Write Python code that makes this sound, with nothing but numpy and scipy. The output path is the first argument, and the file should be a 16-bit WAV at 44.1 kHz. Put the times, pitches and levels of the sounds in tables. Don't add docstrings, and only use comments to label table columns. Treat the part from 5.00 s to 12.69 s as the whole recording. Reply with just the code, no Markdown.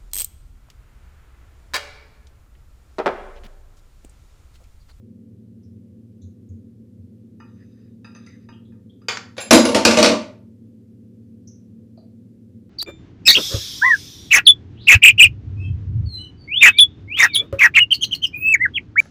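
import sys
import numpy as np
from scipy import signal
from scipy.fft import rfft, irfft, next_fast_len
from scipy.io import wavfile
from scipy.ndimage import map_coordinates

SR = 44100
rng = np.random.default_rng(int(sys.argv[2]) if len(sys.argv) > 2 else 0)


def waveform_to_disk(signal):
    frames = np.transpose(np.atleast_2d(signal))
    scaled = np.clip(frames, -1, 1) * 32767
    samples = np.round(scaled).astype(np.int16)
    wavfile.write(sys.argv[1], SR, samples)


N = 339323
RING_TIME = np.arange(int(.7 * SR)) / SR

# (frequency [Hz], level [dB], decay time T60 [s])
PLATE_MODES = [(916, -7, 0.029), (1210, -1.5, 0.042), (1363, -4, 0.072), (1576, -10.5, 0.071),
               (1805, 12, 0.0134), (2196, -15.5, 0.057), (2470, 0.5, 0.034), (2592, 1.5, 0.031),
               (2880, -11, 0.096), (2854, -14, 0.069), (3730, 7, 0.015), (3787, 1, 0.015),
               (4897, 10, 0.042), (6160, 8.5, 0.019), (7250, -12, .06), (8900, -19, .08),
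               (9200, -11.5, 0.1)]
# (frequency [Hz], spectral level [dB])
CONTACT_SPECTRUM = [(150, -32.5), (300, -7), (550, 1.5), (750, -2), (1000, -1.5), (1600, -1), (2500, -2),
                    (3300, -5.5), (5000, -3), (7000, -10.5), (8200, -22), (11000, -44), (14200, -27)]


def amp(db):
    return 10 ** (np.asarray(db) / 20)


def unit(x):
    return x / np.sqrt(np.mean(x ** 2) + 1e-20)


def along(points, hz):
    frequencies, values = np.transpose(points)
    return np.interp(np.log(hz + 1), np.log(frequencies + 1), values)


def rise(seconds):
    return 1 - np.exp(-RING_TIME / seconds)


def fade(t60):
    return np.exp(-np.log(1000) * RING_TIME / t60)


def wobble(per_s):
    knots = rng.standard_normal(int(N * per_s / SR) + 4)
    return map_coordinates(knots, [np.arange(N) * per_s / SR])


def filtered(x, response):
    size = next_fast_len(len(x) + 8192)
    return irfft(rfft(x, size) * response(np.fft.rfftfreq(size, 1 / SR)), size)[:len(x)]


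def treble_cut(x, edge_hz, order):
    return filtered(x, lambda hz: 1 / np.sqrt(1 + (hz / edge_hz) ** (2 * order)))


def noise(spectrum, size=len(RING_TIME), tilt=0):
    white = rng.standard_normal(size)
    return unit(filtered(white, lambda hz: amp(along(spectrum, hz) + tilt * np.log2(hz + 1))))


def ring(modes, scatter_db, tilt=0):
    hz, db, t60 = np.transpose(modes)
    gain = amp(db + tilt * np.log2(hz) + scatter_db * rng.standard_normal(len(hz)))
    phase = 2 * np.pi * (hz[:, None] * RING_TIME + rng.random((len(hz), 1)))
    return np.sqrt(2) * (gain / np.linalg.norm(gain)) @ (np.sin(phase) * fade(t60[:, None]))


def add(track, s, sound):
    part = track[round(s * SR):][:len(sound)]
    part += sound[:len(part)]


def in_kitchen(x, wet_db):
    # (frequency [Hz], reverberation time T60 [s])
    room_decay = [(200, .48), (550, .42), (1400, .39), (3700, .34), (7000, .31), (12000, .26)]
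    hz, t, bands = signal.stft(rng.standard_normal(len(x)), SR, nperseg=256)
    decay = np.exp(-np.log(1000) * t / along(room_decay, hz)[:, None])
    _, tail = signal.istft(bands * decay, SR, nperseg=256)
    return x + amp(wet_db) * signal.fftconvolve(x, tail / np.linalg.norm(tail))[:len(x)]


def appliance():
    # (frequency [Hz], rms level [dB])
    motor_lines = [(95, -56), (113, -51), (188.4, -55.5), (219, -59), (226.1, -49.5), (251, -56.5),
                   (280, -62), (344, -67.5), (381, -67), (500.6, -69)]
    # (frequency [Hz], spectral level [dB])
    air_spectrum = [(20, -29), (45, -26), (70, -9), (100, 1), (135, -8), (175, -5), (225, 3), (310, -10),
                    (480, -14.5), (620, -29), (850, -41.5), (1500, -44), (5000, -47), (14000, -50.5)]
    t = np.arange(N) / SR
    hum = np.zeros(N)
    for hz, db in motor_lines:
        peak = np.sqrt(2) * amp(db + .94 * wobble(per_s=10))
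        hum += peak * np.sin(2 * np.pi * hz * t + .6 * wobble(per_s=2.3))
    return hum + amp(-49.8) * noise(air_spectrum, N)


def small_contacts():
    # (time [s], level [dB], centre frequency [Hz])
    contacts = [(.632, -66, 5500), (1.216, -66, 3900), (1.217, -60, 6350), (1.490, -68, 6450),
                (3.271, -52.5, 2030), (3.527, -52, 2950), (3.65, -63.5, 3600), (3.896, -59.5, 3400),
                (6.473, -45.5, 5910), (6.974, -57.5, 4336), (6.976, -52, 626)]
    half_width_octaves = .14
    out = np.zeros(N)
    for s, db, hz in contacts:
        grains = rng.standard_normal(len(RING_TIME)) ** 3
        band = filtered(grains, lambda f: 1 / (1 + (np.log2((f + 1) / hz) / half_width_octaves) ** 4))
        burst = unit(band) * rise(.00067) * fade(.07)
        add(out, s, amp(db) * in_kitchen(burst, wet_db=2.5))
    return out


def floor_bumps():
    # (time [s], level [dB])
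    pushes = [(0.644, -27), (1.223, -20.5), (1.487, -19), (1.984, -25)]
    floor_hz, floor_t60_s = 92.3, .2
    out = np.zeros(N)
    for s, db in pushes:
        add(out, s, amp(db) * ring([(floor_hz, 0, floor_t60_s)], scatter_db=0) * rise(.028) ** 2)
    return out


def plate_taps():
    # (time [s], level [dB], spectral tilt [dB/octave])
    taps = [(2.401, -34.5, -12), (3.045, -32.5, -6.5), (3.149, -33.5, -3), (3.263, -38.5, 1),
            (3.488, -36, -6.5), (3.721, -49.5, -14), (4.017, -49.5, -8), (6.974, -59.5, -9)]
    out = np.zeros(N)
    for s, db, tilt in taps:
        for delay_s, touch_db in [(0, -3), (rng.uniform(.0017, .01), -8)]:
            tick = amp(-6) * noise(CONTACT_SPECTRUM, tilt=tilt) * fade(.02)
            clink = (ring(PLATE_MODES, scatter_db=5, tilt=tilt) + tick) * rise(.002)
            add(out, s + delay_s, amp(db + touch_db) * in_kitchen(clink, wet_db=2))
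    return out


def spoon_drag():
    # (time [s], duration [s], level [dB])
    strokes = [(2.44, 0.52, -70.5), (3.146, 0.33, -65.5)]
    tilt_db_per_octave, half_width_hz, uneven_db = -1, 150, 5
    t = np.arange(N) / SR
    swell = np.zeros(N)
    for s, duration, db in strokes:
        progress = np.clip((t - s) / duration, 0, 1)
        swell += amp(db) * np.sqrt(np.abs(np.sin(np.pi * progress)))
    friction = rng.standard_normal(N)
    scrape = np.zeros(N)
    for hz, db, _ in PLATE_MODES:
        mode = filtered(friction, lambda f: 1 / (1 + ((f - hz) / half_width_hz) ** 2))
        scrape += mode * amp(db + tilt_db_per_octave * np.log2(hz) + uneven_db * wobble(per_s=22))
    return swell * unit(scrape)


def counter_knocks():
    # (time [s], level [dB], spectral tilt [dB/octave], reverberant-to-direct ratio [dB])
    knocks = [(4.084, -12, 0.37, 5.5), (4.171, -17.5, -1.5, -6.5), (4.367, -34.5, -1, 0),
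              (4.380, -20.5, -1, 5.5)]
    # (time [s], level [dB])
    catches = [(4.37, -46.5), (4.403, -30.5)]
    out = np.zeros(N)
    for s, db, tilt, wet_db in knocks:
        contact = treble_cut(noise(CONTACT_SPECTRUM, tilt=tilt), edge_hz=14500, order=4)
        add(out, s, amp(db) * in_kitchen(contact * rise(.001) * fade(.024), wet_db))
    for s, db in catches:
        add(out, s, amp(db) * in_kitchen(spoon_ring(flutter_db=2.5) * rise(.0045), wet_db=-6.5))
    return out


def spoon_ring(flutter_db):
    # (frequency [Hz], level [dB], decay time T60 [s])
    spoon_modes = [(2050, -13, .25), (2716, -13, .25), (3776, -8, .3), (4070, -7, .22), (4957, -5, .33),
                   (6712, -6, .25), (7374, -6, .3), (8960, -11, .15), (9060, -14, .13), (9871, 0, .19),
                   (9970, -8, .16), (13270, -18, .17), (13420, -19, .15), (13950, -21, .15)]
    hz, db, t60 = np.transpose(spoon_modes)
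    knots = rng.standard_normal((len(hz), 90))
    flutter = signal.resample(knots, len(RING_TIME), axis=1)
    gain = amp(db + 3 * rng.standard_normal(len(hz)))
    phase = 2 * np.pi * (hz[:, None] * RING_TIME + rng.random((len(hz), 1))) + flutter[::-1] / 2
    partials = np.sin(phase) * amp(flutter_db * flutter) * fade(t60[:, None])
    return np.sqrt(2) * (gain / np.linalg.norm(gain)) @ partials


def panel_impact(clack_db, boom_db, ring_db, edge_hz):
    # (frequency [Hz], spectral level [dB])
    clack_spectrum = [(290, -27.5), (500, -24), (600, -6), (740, -16), (900, -15), (1480, -13),
                      (1670, -17.5), (2100, -13), (2800, -13), (3400, -16.5), (4000, -15), (6000, -17),
                      (8800, -28.5), (14200, -44.5)]
    # (frequency [Hz], spectral level [dB])
    thump_spectrum = [(20, -33.5), (60, -30), (90, -5), (140, -29), (220, -1), (330, -5.5), (410, -12),
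                      (490, -4.5), (620, -1), (750, -14), (1200, -18.5), (3000, -58)]
    # (frequency [Hz], level [dB], decay time T60 [s])
    panel_modes = [(205, -7, .3), (229, 0, .42), (258, -4, .33), (282, -5, .28), (329, -2, .27),
                   (348, -9, .25), (386, -9, .28), (478, 0, .25), (510, -6, .25), (556, -5, .3),
                   (588, -2, .32), (610, -2, .31), (653, -6, .3), (895, -8, .33), (927, -13, .33),
                   (1005, -11, .3), (1090, -13, .3), (1164, -11, .28)]
    contact = treble_cut(noise(clack_spectrum), edge_hz, order=3)
    chatter = amp(-17) * fade(.15)
    clack = in_kitchen(contact * (fade(.022) + chatter) * rise(.002), wet_db=0)
    thump = amp(-2) * noise(thump_spectrum) * fade(.23)
    boom = in_kitchen((ring(panel_modes, scatter_db=.5) + thump) * rise(.0033), wet_db=-9.5)
    steel = in_kitchen(spoon_ring(flutter_db=1.5) * rise(.00067), wet_db=-6.5)
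    return amp(clack_db) * clack + amp(boom_db) * boom + amp(ring_db) * steel


def spoon_clatter():
    # (time [s], clack level [dB], boom level [dB], ring level [dB],
    # first flight time [s], clack loss per rebound [dB])
    landings = [(4.508, 4.5, -2, -18.5, .021, 11.5), (4.529, -0.5, -11.5, -9.5, .017, 6),
                (4.652, -10, -15.5, -25.5, .036, 7.5), (4.746, -4.5, -12, -35.5, .012, 6.5),
                (4.850, 4, -10, -28.5, .027, 20.5), (4.909, -7.5, -18, -32.5, .031, 7),
                (4.971, -5, -11, -41.5, .015, 2), (5.027, 1, -11.5, -37, .017, 3.5),
                (5.094, -16.5, -17, -56, .023, 13)]
    rebounds, flight_ratio = 2, .85
    boom_loss_db, ring_loss_db = 4, 11
    edges_hz = np.geomspace(22000, 11000, len(landings))
    out = np.zeros(N)
    for (s, clack_db, boom_db, ring_db, flight_s, clack_loss_db), edge_hz in zip(landings, edges_hz):
        for k in range(1 + rebounds):
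            impact = panel_impact(clack_db - k * clack_loss_db, boom_db - k * boom_loss_db,
                                  ring_db - k * ring_loss_db, edge_hz)
            add(out, s, impact)
            s += flight_s * flight_ratio ** k
    return filtered(out, lambda hz: (1j * hz / (55 + 1j * hz)) ** 2)


def scene():
    utensils = plate_taps() + spoon_drag() + counter_knocks() + spoon_clatter() + small_contacts()
    return (utensils + floor_bumps() + appliance())[None]


def record(dry):
    # (frequency [Hz], gain [dB])
    band_limit = [(20, 0), (14250, 0), (14600, -20), (15600, -24)]
    ceiling, top_hz = .96, 15590
    clipped = dry[0] / (1 + np.abs(dry[0] / ceiling) ** 8) ** (1 / 8)
    return filtered(clipped, lambda hz: amp(along(band_limit, hz)) * (hz < top_hz))[None]


dry = scene()
out = record(dry)
waveform_to_disk(out)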